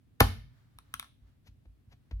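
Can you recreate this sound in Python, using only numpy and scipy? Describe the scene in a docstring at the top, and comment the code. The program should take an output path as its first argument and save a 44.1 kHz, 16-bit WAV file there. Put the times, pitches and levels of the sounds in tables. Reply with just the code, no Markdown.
"""Palm slap on moist clay, with a rattled fork

A bare palm slaps a lump of moist clay on a wooden work table, close to the microphone in a small workshop.
The slap layers a wet noise crack, a falling sine pop of trapped air, the ringing hollow of the hand and a thud
of table modes. As the hand presses, with a faint hiss of rubbing, a finger nudges a plastic fork, which clicks
back onto the table in quickening bounces. Light noise-burst pats follow, over a low rumble of coloured noise."""
import sys
import numpy as np
from scipy import signal
from scipy.fft import rfft, irfft
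from scipy.io import wavfile
from scipy.ndimage import uniform_filter1d

SR = 44100
rng = np.random.default_rng(int(sys.argv[2]) if len(sys.argv) > 2 else 0)


def dump_mix(stems):
    """Bounce the given channels to the path in sys.argv[1] as a 16-bit WAV at rate SR."""
    frames = np.atleast_2d(stems).T  # one column per channel
    limited = np.clip(frames, -1, 1)  # hard clip at full scale
    pcm = np.round(limited * 32767).astype(np.int16)
    wavfile.write(sys.argv[1], SR, pcm)


N = 97020  # length in samples, 2.2 s


def undb(db):
    """Turn decibels into an amplitude factor."""
    return 10 ** (np.asarray(db) / 20)


def clock():
    """Time of every sample in seconds."""
    return np.arange(N) / SR


def high_pass(x, hz, order):
    """Roll off what lies below a frequency."""
    sos = signal.butter(order, hz, "high", fs=SR, output="sos")
    return signal.sosfilt(sos, x + 1e-18)


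def colour(points, tilt_db=0):
    """Gain at every frequency, drawn through (f/Hz, level/dB) points, plus a tilt in dB per octave."""
    hz, db = np.array(points, float).T
    octave = np.log2(np.fft.rfftfreq(N, 1 / SR) + 1)  # +1 keeps the logarithm finite at 0 Hz
    curve_db = np.interp(octave, np.log2(hz), db)
    return undb(curve_db + tilt_db * np.maximum(octave, np.log2(hz[0])))


def noise(points):
    """Steady noise shaped by a colour and scaled to rms 1."""
    x = irfft(rfft(rng.standard_normal(N)) * colour(points), N)
    return x / x.std()


EVEN_WIDTH_HZ = 450  # width of each of the two smoothing passes over the power spectrum


def burst(at, rise, decay, gain):
    """A spray of tiny contacts: noise that swells to rms 1 at a given moment and dies away, evenly coloured."""
    t = clock() - at
    fall = np.where(t < 0, -t / rise, t / decay)
    envelope = np.exp(-np.minimum(fall, 20))
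    spray = rfft(envelope * rng.standard_normal(N))
    # divide out the random humps of the spectrum before colouring it
    width = int(EVEN_WIDTH_HZ * N / SR)
    power = uniform_filter1d(uniform_filter1d(np.abs(spray) ** 2, width), width)
    x = irfft(spray * gain / np.sqrt(power), N)
    return x * np.sqrt(np.sum(envelope ** 2) / np.sum(x ** 2))


def ring(modes, at=0):
    """Struck resonances: sines that start at a given moment and each fall 60 dB in their t60."""
    t = np.maximum(clock() - at, 0)
    out = 0
    for hz, db, t60 in modes:
        out = out + undb(db) * np.sin(2 * np.pi * hz * t) * np.exp(-np.log(1000) * t / t60)
    return out


RIGHT_LAG_S = .00016  # rounded to whole samples


def place(x, pan_db=0):
    """Stereo position left of centre: earlier on the left, and louder there by pan_db."""
    late = np.interp(clock() - round(RIGHT_LAG_S * SR) / SR, clock(), x)
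    return np.array([x * undb(pan_db / 2), late * undb(-pan_db / 2)])


ALIKE_BELOW_HZ = 230


def diffuse(a, b):
    """Two noises as sound from all round: alike in the bass, unrelated in the treble."""
    side = high_pass(b, ALIKE_BELOW_HZ, order=1)
    return np.array([a + side, a - side]) / np.sqrt(2)


# colour of the steady room rumble: f/Hz, relative level/dB (per Hz)
RUMBLE_COLOUR = [(20, -12), (50, -1.5), (80, 0.5), (122, 4), (180, -8.5), (260, -7), (360, -19.5),
                 (600, -26.5), (1000, -32), (1800, -33.5), (3400, -36), (6500, -44.5), (12000, -42),
                 (16000, -46)]
RUMBLE_DB = -62.5


def rumble():
    """Steady, mostly low noise of the room, arriving from all round."""
    return undb(RUMBLE_DB) * diffuse(noise(RUMBLE_COLOUR), noise(RUMBLE_COLOUR))


# workshop reverberation by band: f/Hz, early reflection level/dB, tail level/dB, tail t60/s
ROOM_BANDS = [(60.4, -23, -17, .65), (125, -16.5, -11, 1), (250, -12, -13, 0.34), (494, -12.5, -21, .38),
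              (1000, -6.5, -14.5, 0.3), (2013.5, -11, -14.5, .44), (4000, -9.5, -8.5, 0.42),
              (8000, -11, -10, .32), (14000, -13.5, -17.5, 0.35)]
EARLY_T60_S, FIRST_ECHO_S = 0.13, .005


def workshop(x):
    """Dense early reflections and a short tail: decaying noise, band by band, convolved with the source."""
    t = np.maximum(clock() - FIRST_ECHO_S, 0)
    field = rfft(diffuse(*rng.standard_normal((2, N))))
    octave = np.log2(np.fft.rfftfreq(N, 1 / SR) + 1)
    centres = np.log2([row[0] for row in ROOM_BANDS])

    def fade(t60):
        """Exponential decay of unit energy, silent until the first echo."""
        unit_energy = np.sqrt(2 * np.log(1000) / (t60 * SR))
        return (t > 0) * np.exp(-np.log(1000) * t / t60) * unit_energy

    echo = 0
    # each band crossfades into its neighbours
    for share, (hz, early_db, tail_db, t60) in zip(np.eye(len(ROOM_BANDS)), ROOM_BANDS):
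        band = irfft(field * np.interp(octave, centres, share), N)
        early = undb(early_db) * fade(EARLY_T60_S)
        tail = undb(tail_db) * fade(t60)
        echo = echo + band * np.hypot(early, tail)
    return signal.fftconvolve(x[None], echo, axes=1)[:, :N]


# loudness of skin rubbing on clay and table while the hand presses: t/s, level/dB
RUB_LEVELS = [(0, -95.5), (0.419, -87), (0.579, -73), (.70, -79.5), (.90, -75), (1.05, -65), (1.16, -96.5),
              (1.29, -75.5), (1.42, -101), (1.8, -98), (2.08, -82.5), (2.2, -84)]
# colour of the rubbing: f/Hz, relative level/dB (per Hz)
RUB_COLOUR = [(200, -15.5), (700, -0.5), (1200, 1), (1800, 0), (2600, -7.5), (4000, -8), (6500, -15.5),
              (12000, -22), (16000, -16)]


def rub():
    """Faint hiss of the pressing hand: friction as diffuse noise that swells and sinks."""
    level = undb(np.interp(clock(), *np.array(RUB_LEVELS).T))
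    return level * diffuse(noise(RUB_COLOUR), noise(RUB_COLOUR))


# light touches of palm and fingers: t/s, level/dB, rise/s, decay/s, tilt/dB per octave
PAT_TOUCHES = [(1.476, -59, 0.0096, 0.0075, 2.35), (1.656, -57, 0.0025, .006, -4),
               (1.929, -59.5, 0.013, 0.0088, 0.5), (2.1112, -44.5, 0.00039, 0.0067, -1.6)]
# colour of a pat before its tilt: f/Hz, relative level/dB (per Hz)
PAT_COLOUR = [(100, 9.5), (350, 1), (700, 2), (1200, -4.5), (2200, -1), (4000, -6.5), (6200, -12.5),
              (8500, -29), (12000, -19.5), (16000, -37)]


def pats():
    """Soft puffs of skin meeting or leaving the clay, each a short coloured noise burst."""
    out = 0
    for at, db, rise, decay, tilt_db in PAT_TOUCHES:
        out = out + undb(db) * burst(at, rise, decay, colour(PAT_COLOUR, tilt_db))
    return place(out, pan_db=5)


# the nudged fork tips and bounces to rest: t/s, level/dB, extra click level/dB (brightness)
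FORK_LANDINGS = [(0.787, -16, -1), (0.9404, 0.5, -0.5), (.9970, -2.5, 1), (1.0274, -11.5, -10),
                 (1.0443, -20.5, -10.5)]
# modes of the plastic fork before a random detune: f/Hz, level/dB, t60/s
FORK_MODES = [(1110, -34, 0.016), (1320, -24, .012), (1645, -26.5, 0.0098), (2107, -28, 0.0077),
              (3540, -19.5, .003), (5530, -30.5, 0.0037)]
# colour of the contact click: f/Hz, relative level/dB (per Hz)
CLICK_COLOUR = [(150, -9), (400, -15), (1300, -3), (2400, -5), (3500, 1.5), (4600, -13), (5600, -9),
                (7000, -18), (9300, -3), (11000, -0.5), (12500, -19.5), (14500, -7.5), (17000, -18)]
CLICK_DB, CLICK_RISE_S, CLICK_DECAY_S = -24, 0.00028, 0.00077
FORK_LAG_S, FORK_RISE_S, FORK_CUT_HZ = 0.00019, 0.00028, 880
FORK_DETUNE = 0.018  # standard deviation, as a share of each mode frequency


def fork():
    """Each landing gives a hard click and rings the light plastic briefly; the last bounces are duller."""
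    clicks, body = np.zeros((2, N))
    for at, db, bright_db in FORK_LANDINGS:
        click = burst(at, CLICK_RISE_S, CLICK_DECAY_S, colour(CLICK_COLOUR))
        clicks += undb(CLICK_DB + db + bright_db) * click
        # every landing excites slightly different pitches
        detune = 1 + FORK_DETUNE * rng.standard_normal(len(FORK_MODES))
        modes = [(hz * k, level, t60) for (hz, level, t60), k in zip(FORK_MODES, detune)]
        start = at + FORK_LAG_S
        onset = 1 - np.exp(-np.maximum(clock() - start, 0) / FORK_RISE_S)
        body += undb(db) * onset * ring(modes, start)
    return place(clicks + high_pass(body, FORK_CUT_HZ, order=2), pan_db=2.5)


# blows and shoves that reach the table top: t/s, strength level/dB, contact length/s
TABLE_PUSHES = [(0.2087, 2, .004), (.270, -11, 0.006), (.368, -20, 0.0069), (0.751, -31.5, 0.013),
                (0.944, -35, 0.0032), (1.212, -26, 0.013), (1.484, -29, 0.0056), (1.660, -20.5, 0.016),
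                (1.873, -32.5, 0.0067), (1.934, -36.5, 0.0046), (2.112, -31.5, 0.0038), (2.122, -2.5, .016)]
# modes of the wooden table top: f/Hz, level/dB, t60/s
TABLE_MODES = [(56, -20.5, 0.32), (78, -33.5, 0.32), (90.45, -23, 0.45), (112.9, -16.5, 0.086),
               (127.26, -35, .3), (195, -19, .04), (217, -31, 0.38), (228.5, -36.5, 0.39), (262, -25, 0.23)]
TABLE_CUT_HZ = 46


def table():
    """Each push rings the table top; a long soft contact reaches only its lowest modes, with the deep bass cut."""
    force = np.zeros(N)
    for at, db, length in TABLE_PUSHES:
        push = np.sin(np.pi * np.clip((clock() - at) / length, 0, 1)) ** 2
        force += undb(db) * push / push.sum()
    thuds = signal.fftconvolve(force, ring(TABLE_MODES))[:N]
    return place(high_pass(thuds, TABLE_CUT_HZ, order=4))


# colour of the wet crack: f/Hz, relative level/dB (per Hz)
CRACK_COLOUR = [(150, -12), (500, -0.5), (900, -2.5), (1400, -3.5), (1850, 4), (2900, 2), (4300, -2.5),
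                (6000, -6.5), (8000, -15), (10800, -0.5), (14000, -8), (17000, -16.5)]
# hollow of the cupped hand: f/Hz, level/dB, t60/s
HOLLOW_MODES = [(510, -21, .04), (807.7, -20.5, 0.058), (1203, -20.5, 0.063), (1784, -16.5, .024)]
# SLAP_S is the moment of full contact; the hollow rings a moment after it
SLAP_S, CRACK_DB, CRACK_RISE_S, CRACK_DECAY_S = .2058, -9, .0011, 0.0014
POP_S, POP_FROM_HZ, POP_TO_HZ, POP_FALL_S = .2050, 2119.4, 95, .0040
POP_DB, POP_RISE_S, POP_DECAY_S, POP_PAN_DB = -9.5, .0012, 0.0082, 6
HOLLOW_S, HOLLOW_PAN_DB = .2072, 6.5


def slap():
    """Wet crack of skin on clay, a pop of trapped air falling in pitch as the clay flattens, and the hand's ring."""
    crack = undb(CRACK_DB) * burst(SLAP_S, CRACK_RISE_S, CRACK_DECAY_S, colour(CRACK_COLOUR))

    t = np.maximum(clock() - POP_S, 0)
    hz = POP_TO_HZ + (POP_FROM_HZ - POP_TO_HZ) * np.exp(-t / POP_FALL_S)
    phase = 2 * np.pi * np.cumsum(hz * (t > 0)) / SR
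    envelope = (1 - np.exp(-t / POP_RISE_S)) * np.exp(-t / POP_DECAY_S)
    pop = undb(POP_DB) * np.sin(phase) * envelope

    hollow = ring(HOLLOW_MODES, HOLLOW_S)
    return place(crack) + place(pop, POP_PAN_DB) + place(hollow, HOLLOW_PAN_DB)


FORK_ROOM_DB, PAT_ROOM_DB = -6, -7  # reverb sends


def scene():
    """Hand, clay, fork and table in the workshop, over its rumble."""
    blow = slap() + table()
    clatter = fork()
    light = pats()
    sent = blow + undb(FORK_ROOM_DB) * clatter + undb(PAT_ROOM_DB) * light
    room = workshop(sent[0])  # the left channel feeds the reverb
    return blow + clatter + light + rub() + room + rumble()


LOW_CUT_HZ, TOP_HZ = 27, 16500


def record(dry):
    """The microphone drops the deepest bass and the very top."""
    low_pass = signal.ellip(8, .2, 70, TOP_HZ, fs=SR, output="sos")
    return signal.sosfilt(low_pass, high_pass(dry, LOW_CUT_HZ, order=2))


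dry = scene()
out = record(dry)
dump_mix(out)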